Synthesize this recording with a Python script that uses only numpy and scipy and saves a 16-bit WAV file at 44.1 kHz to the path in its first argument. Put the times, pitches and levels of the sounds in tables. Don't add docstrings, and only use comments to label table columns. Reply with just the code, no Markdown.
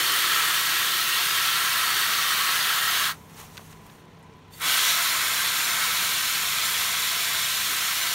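import sys
import numpy as np
from scipy import signal
from scipy.fft import rfft, irfft, next_fast_len
from scipy.io import wavfile
from scipy.ndimage import uniform_filter1d, map_coordinates

SR = 44100
rng = np.random.default_rng(int(sys.argv[2]) if len(sys.argv) > 2 else 0)


def rack_gain(trim_db):
    fader = np.asarray(trim_db, float)
    return 10 ** (fader / 20)


def int16_out(signal):
    q = np.round(np.clip(np.atleast_2d(signal).T, -1, 1) * 32767)
    wavfile.write(sys.argv[1], SR, q.astype(np.int16))


N = 358974

# f/Hz, level/(dB per Hz)
FIRST_COLOUR = [(200, -51.5), (330, -13), (560, -22), (850, -15), (1050, -5), (1500, -4.5), (2400, -13.5),
                (4200, -10.5), (5500, -12.5), (9000, -13.5), (15700, -14.5)]
SECOND_COLOUR = [(200, -28), (330, -16), (560, -20.5), (850, -15.5), (1050, -5.5), (1500, -6), (2400, -3.5),
                 (4200, -2), (5500, -8.5), (9000, -11.5), (15700, -14)]
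# f/Hz, width/Hz, lift/dB
FIRST_MODES = [(470, 32, 5), (690, 110, 5), (1137, 44, 4), (1295, 48, 5), (1333, 100, 5.5),
               (1646, 150, 5.5), (1864, 100, 8), (2265, 43, 3.5), (2800, 120, 1), (3095, 100, 4),
               (3980, 340, -3), (6300, 300, 1), (8140, 300, 2.5), (13200, 600, 2.5), (9800, 400, 1),
               (11300, 500, 1.5)]
SECOND_MODES = [(482, 23, 5.3), (682, 74, 6.6), (1030, 60, 1.8), (1317, 62, 5.8), (1562, 54, 5.8),
                (2230, 210, 2.9), (2390, 37, 0.98), (3380, 330, 2.5), (3900, 200, 0.98), (5360, 250, 2.6),
                (7220, 360, 3.5), (9340, 700, 1.9), (12100, 1900, 2.8)]
# f/Hz, width/Hz, lift/dB
HOLLOWS = [(1200, 50, -3), (1996, 83, 2), (4920, 510, -5), (7780, 650, -3), (10370, 330, -7)]
LAYER_EDGES_HZ = [560, 2100, 4900]
# t/s, level/dB
FIRST_FLOW = [
    (0, 0.5),
    (0.45, 0.5),
    (0.8, -0.3),
    (1.9, 0),
    (2.8, -0.5),
    (3.04, -0.1),
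    (3.08, -2.5),
    (3.115, -8),
    (3.155, -39),
]
SECOND_FLOW = [
    (4.575, -43),
    (4.615, -6.5),
    (4.67, 0),
    (4.75, 1.5),
    (4.9, 1.5),
    (5.02, 0.5),
    (5.3, -0.5),
    (5.75, 0),
    (8.15, -0.7),
]
# dry level/dB, growth/(dB per dB pressure), flooding loss/dB, flooding time/s, wander/dB
FIRST_LAYERS = [
    (-46, 1, 7.5, 0.41, 2),
    (-30, 0.65, -1.5, 1.9, 0.3),
    (-26.5, 0.96, 1, 1.7, 0.44),
    (-27.5, 0.84, 0.3, 1.5, -0.2),
]
SECOND_LAYERS = [
    (-47.5, 0.34, 8.7, 0.56, 1.9),
    (-29.5, 0.78, 4.14, 1.7, 0.55),
    (-28.5, 1.1, 1.1, 0.53, 0.4),
    (-27, 1.2, 1.14, 1.5, 0.33),
]
WANDER_PER_S = 22
# t/s, half length/s, ring lift/dB
STRAYS = [
    (1.1, .3, -1.5),
    (2.6, 0.17, 0),
    (5.85, 0.11, 1),
]

FAN_HZ, AIR_DB = 32.35, -52
# multiple of shaft rate, level/dB
BLADES = [(1, -90), (2, -83), (3, -59.5), (4, -64.5), (5, -57.5), (7, -72), (9, -65)]
# f/Hz, width/Hz, level/dB
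HUMS = [(58, 10, -70), (73.6, 7.4, -65.5), (151.5, 7.4, -64.5), (210.3, 4, -65), (229, 4.8, -72.5),
        (358, 7.9, -69), (448, 11, -62.5), (1000, 26, -62)]
# f/Hz, level/(dB per Hz)
AIR = [(22, -38), (32, -19), (58, -9), (110, -2.5), (180, 0), (240, -1.5), (300, -14), (400, -6),
       (560, -11.5), (800, -9.5), (1000, -7), (1300, -14), (3300, -19), (6500, -29), (15700, -45)]
# t/s, level/dB
FAN_NEAR = [
    (0, -52.5),
    (1.2, -52),
    (2.8, -51.5),
    (3.4, -49),
    (3.9, -50.5),
    (4.8, -52.5),
    (6, -51),
    (8.14, -52.5),
]
# t/s, level/dB
HANDLING = [
    (3.1, -68),
    (3.42, -71),
    (3.51, -63),
    (3.84, -62),
    (3.95, -58),
    (4.06, -70),
    (4.59, -65),
    (4.7, -71),
]

# t/s, level/dB
DRAIN = [
    (3.14, -55),
    (3.2, -58),
    (3.34, -62),
    (3.64, -55),
    (3.8, -63),
    (3.95, -60),
    (4.06, -74),
    (4.51, -80),
]
DRAIN_LOW_DB = -8
# f/Hz, level/(dB per Hz)
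RUSTLE = [(530, -12), (900, 0), (967, -7), (1130, 1), (1520, -10), (1680, -6), (3050, -7), (15700, -17)]
# t/s, peak/dB, dull part re crackle/dB, rise/s, fall/s
DRAGS = [(3.14, -60, 12, .01, .025), (3.296, -58, 0, .008, .05), (3.398, -45, 0.5, 0.05, 0.075),
         (3.55, -53, -1, 0.046, .04), (3.615, -59, 6, .04, .015), (3.66, -60, 2, .015, .008),
         (3.715, -54, -6, .03, .02), (3.728, -60, 9, .04, .015), (3.77, -66, 5, .03, .06),
         (3.866, -57, 4, .02, .02), (3.902, -63, 5, .012, .06), (4.005, -65, 6, .04, .012)]
DRAG_EDGE_DB = 10.5
# t/s, peak/dB, f/Hz, width/Hz, t60/s
TICKS = [(3.5711, -27, 2800, 4500, .004), (3.5716, -37, 2500, 4000, .03), (3.5776, -24, 2700, 4200, .005),
         (3.5795, -33, 1700, 1500, .018), (3.5575, -40, 1100, 900, .02), (3.5777, -40, 12500, 4000, .005),
         (3.5825, -38, 5000, 6000, .01), (3.594, -38, 900, 700, .02), (3.728, -42, 3500, 5000, .015),
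         (3.865, -47, 9000, 9000, .03), (3.899, -41, 1500, 1800, .015), (4.055, -56, 9800, 2500, .008),
         (4.101, -57, 13500, 5000, .006), (4.121, -61, 11000, 5000, .006), (4.191, -56, 13000, 5000, .035),
         (4.227, -52, 8500, 3500, .035), (4.244, -59, 7200, 1500, .015), (4.337, -55, 6200, 2500, .01),
         (4.369, -58, 12500, 6000, .015), (4.482, -56, 11000, 9000, .008), (4.598, -36, 8600, 350, .08),
         (4.62, -24, 10000, 3500, .01), (4.599, -33, 10500, 9000, .04)]

# f/Hz, width/Hz, lift/dB
NOZZLE = [(2000, 200, 12), (2750, 200, 7), (3600, 220, 11), (7500, 500, 5), (9000, 400, 4), (11500, 600, 4),
          (13200, 600, 4)]
# t/s, hiss/dB, whistle/dB
SPURT = [
    (4.5, -75, -80),
    (4.525, -58, -68),
    (4.537, -53, -47),
    (4.544, -53, -60),
    (4.551, -53, -54),
    (4.562, -54, -66),
    (4.585, -50, -66),
    (4.61, -60, -80),
]
# f/Hz, width/Hz
WHISTLE = (4550, 240)
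# t/s, f/Hz, level/dB
GROOVES = [
    (4.7, 3150, -33.5),
    (4.8, 3400, -30),
    (4.89, 3950, -31),
    (4.89, 5760, -33),
]
GROOVE_WIDTH_HZ, GROOVE_S = 550, 0.062

TOP_HZ = 15800
SWAPS_S = [0.104, 0.642, 1.037, 1.313, 1.498, 1.57, 2.333, 2.497, 2.613, 2.891, 4.818, 5.076, 5.398, 5.654,
           5.727, 5.889, 5.911, 6.63, 6.957, 7.444, 7.561, 7.791, 8.025]
SWAP_FROM_HZ, SWAP_BAND_HZ, SWAP_SHARE = 4220, 1450, 0.18


def unit(x):
    return x / np.sqrt(np.mean(x ** 2) + 1e-20)


def along(points, hz):
    f, v = np.transpose(points)
    return np.interp(np.log(hz + 1), np.log(f + 1), v)


def bumps(modes, hz):
    return sum(db / (1 + (2 * (hz - c) / w) ** 2) for c, w, db in modes)


def curves(rows):
    s, *cols = np.transpose(rows)
    return [np.interp(np.arange(N) / SR, s, c, left=-120, right=-120) for c in cols]


def wobble(rate):
    knots = rng.standard_normal(int(N * rate / SR) + 4)
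    return map_coordinates(knots, [np.arange(N) * rate / SR])


def filtered(x, gain):
    m = 2 * next_fast_len(N // 2 + SR // 4)
    cepstrum = irfft(np.log(gain(np.fft.rfftfreq(m, 1 / SR)) + 1e-6), m)
    cepstrum[1:m // 2] *= 2
    cepstrum[m // 2 + 1:] = 0
    return irfft(rfft(x, m) * np.exp(rfft(cepstrum)), m)[:N]


def resonated(x, hz, width_hz):
    return signal.lfilter(*signal.iirpeak(hz, hz / width_hz, SR), x)


def patchy(x, patch_db, bins, frames, size):
    z = signal.stft(x, nperseg=size)[2]
    field = uniform_filter1d(rng.standard_normal(z.shape), bins, 0)
    field = uniform_filter1d(field, frames, 1)
    return signal.istft(z * rack_gain(patch_db * unit(field)), nperseg=size)[1][:N]


def drops(rate, spread_db, share):
    hit = rng.random(N) < rate / SR
    blows = hit * rng.standard_normal(N) * rack_gain(spread_db * rng.exponential(size=N))
    return np.sqrt(share) * unit(blows) + np.sqrt(1 - share) * rng.standard_normal(N)


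def bubbles(rate, mid_hz, spread, cycles):
    count = int(rate * N / SR)
    start = (rng.random((count, 1)) * N).astype(int)
    hz = np.clip(mid_hz * np.exp(spread * rng.standard_normal((count, 1))), 300, 15000)
    t = np.arange(192) / SR
    life = hz * t / cycles
    tone = np.sin(2 * np.pi * hz * t * (1 + 0.071 * life)) * life * np.exp(-3 * life)
    at = start + np.arange(len(t))
    return unit(np.bincount(at.ravel(), (tone * hz).ravel(), N + len(t))[:N])


def jets():
    froth = bubbles(rate=1500, mid_hz=4990, spread=0.752, cycles=13.2)
    water = drops(rate=5000, spread_db=0.2, share=0.23) + rack_gain(-10.5) * froth
    water = patchy(water, patch_db=0.17, bins=4, frames=5, size=512)
    return patchy(water, patch_db=1.5, bins=3, frames=9, size=2048)


def layers(flow, table):
    pressure_db, = curves(flow)
    t = np.arange(N) / SR
    wet_s = np.clip(t - flow[0][0], 0, None)
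    levels = []
    for dry_db, grows, lost_db, flood_s, wander_db in table:
        knots = rng.standard_normal(400)
        wander = wander_db * np.interp(t * WANDER_PER_S, np.arange(len(knots)), knots)
        flooding_db = lost_db * (1 - np.exp(-wet_s / flood_s))
        level_db = dry_db + grows * pressure_db - flooding_db + wander
        levels.append(np.where(pressure_db > -100, level_db, -120))
    return levels


def spray(water, flow, table, colour, modes):
    t, hz = np.arange(N) / SR, np.fft.rfftfreq(N, 1 / SR)
    levels_db = layers(flow, table)
    for s, half_s, db in STRAYS:
        levels_db[1] = levels_db[1] + db * np.exp(-.5 * ((t - s) / half_s) ** 2)
    flutter_db = 0.13 * wobble(11) + 0.14 * wobble(35)
    tray = lambda hz: rack_gain(along(colour, hz) + bumps(modes, hz) + bumps(HOLLOWS, hz))
    struck = rfft(filtered(water, tray))
    above = [1 / (1 + (edge / (hz + 1)) ** 12) for edge in LAYER_EDGES_HZ]
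    shares = [1 - above[0], above[0] - above[1], above[1] - above[2], above[2]]
    parts = [unit(irfft(struck * share, N)) for share in shares]
    return rack_gain(flutter_db) * sum(rack_gain(db) * part for db, part in zip(levels_db, parts))


def fan():
    turn = 2 * np.pi * np.cumsum(FAN_HZ * (1 + 0.0021 * wobble(1.537))) / SR
    blades = sum(rack_gain(db + 1.4 * wobble(4.07)) * np.sqrt(2) * np.sin(k * turn) for k, db in BLADES)
    hums = sum(rack_gain(db) * unit(resonated(rng.standard_normal(N), hz, w)) for hz, w, db in HUMS)
    air = filtered(rng.standard_normal(N), lambda hz: rack_gain(along(AIR, hz) + bumps(HOLLOWS, hz)))
    near_db = curves(FAN_NEAR)[0] + 51
    air_db = AIR_DB + .5 * near_db + 0.98 * np.sin(turn)
    return rack_gain(near_db) * (blades + hums) + rack_gain(air_db) * unit(air)


def handling():
    rumble = filtered(rng.standard_normal(N), lambda hz: (hz / 50) ** 3 / (1 + (hz / 50) ** 6))
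    return rack_gain(curves(HANDLING)[0] - 2) * unit(rumble)


def dribble():
    t = np.arange(0, N, 32) / SR
    drain = rack_gain(curves(DRAIN)[0][::32])
    low_power, high_power = (rack_gain(DRAIN_LOW_DB) * drain) ** 2, drain ** 2
    for s, db, dull_db, rise_s, fall_s in DRAGS:
        drag = rack_gain(db - DRAG_EDGE_DB * np.maximum((s - t) / rise_s, (t - s) / fall_s))
        low_power = low_power + (drag * rack_gain(dull_db)) ** 2
        high_power = high_power + drag ** 2
    colour = lambda hz: rack_gain(along(RUSTLE, hz) + bumps(HOLLOWS, hz))
    grit = patchy(drops(rate=760, spread_db=0, share=0.15), patch_db=1.5, bins=10, frames=3, size=512)
    low = filtered(grit, lambda hz: colour(hz) / (1 + (hz / 4800) ** 6))
    high = filtered(grit, lambda hz: colour(hz) / (1 + (4800 / (hz + 1)) ** 6))
    parts = [(low_power, low), (high_power, high)]
    return sum(np.interp(np.arange(N) / SR, t, np.sqrt(power)) * unit(part) for power, part in parts)


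def ticks():
    out, t = np.zeros(N + SR), np.arange(SR // 10) / SR
    for s, db, hz, width_hz, t60_s in TICKS:
        burst = rng.standard_normal(len(t)) * rack_gain(-60 * t / t60_s)
        burst[0] = 3
        knock = resonated(resonated(burst, hz, width_hz), hz, width_hz)
        out[round(s * SR):][:len(t)] += rack_gain(db) * knock / np.abs(knock).max()
    return out[:N]


def valve():
    hiss_db, whistle_db = curves(SPURT)
    nozzle = lambda hz: rack_gain(bumps(NOZZLE, hz) + bumps(HOLLOWS, hz)) * hz / (hz + 1000)
    jet = filtered(rng.standard_normal(N), nozzle)
    whistle = resonated(resonated(rng.standard_normal(N), *WHISTLE), *WHISTLE)
    return rack_gain(hiss_db + 5.5) * unit(jet) + rack_gain(whistle_db) * unit(whistle)


def grooves():
    t = np.arange(N) / SR
    splash = drops(rate=4500, spread_db=1.0, share=0.3)
    opened = rack_gain(2 * np.minimum(curves(SECOND_FLOW)[0], 0))
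    tones = 0
    for s, hz, db in GROOVES:
        swell = np.exp(-.5 * ((t - s) / GROOVE_S) ** 2)
        tones = tones + rack_gain(db) * swell * unit(resonated(splash, hz, GROOVE_WIDTH_HZ))
    return opened * tones


def scene():
    water = jets()
    trays = (spray(water, FIRST_FLOW, FIRST_LAYERS, FIRST_COLOUR, FIRST_MODES)
             + spray(water, SECOND_FLOW, SECOND_LAYERS, SECOND_COLOUR, SECOND_MODES))
    return np.tile(trays + fan() + handling() + dribble() + ticks() + valve() + grooves(), (2, 1))


def roll_off(x):
    return signal.sosfilt(signal.butter(12, 17020, fs=SR, output="sos"), x)


def record(dry):
    edge = np.clip((TOP_HZ - np.fft.rfftfreq(N, 1 / SR)) / 70, 0, 1)
    dry = irfft(rfft(dry) * np.sin(np.pi / 2 * edge) ** 2, N)
    out = dry.copy()
    size = 2048
    window = signal.windows.kaiser_bessel_derived(size, 4 * np.pi)
    hz = np.fft.rfftfreq(size, 1 / SR)
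    slot = np.floor((hz - SWAP_FROM_HZ) / SWAP_BAND_HZ).astype(int)
    usable = (slot >= 0) & (hz < TOP_HZ)
    for s in SWAPS_S:
        chance = rng.random(slot.max() + 1)
        at = slice(round(s * SR) - size // 2, round(s * SR) + size // 2)
        inside = usable & (chance[slot] <= max(SWAP_SHARE, chance[slot[usable]].min()))
        band = irfft(rfft(dry[0, at]) * inside)
        noise = irfft(rfft(rng.standard_normal((2, size))) * inside * rack_gain(along(SECOND_COLOUR, hz)))
        out[:, at] += rack_gain(0.5) * window * unit(noise) * np.std(band) - window ** 2 * band * 0.71
    return roll_off(out)


dry = scene()
out = record(dry)
int16_out(out)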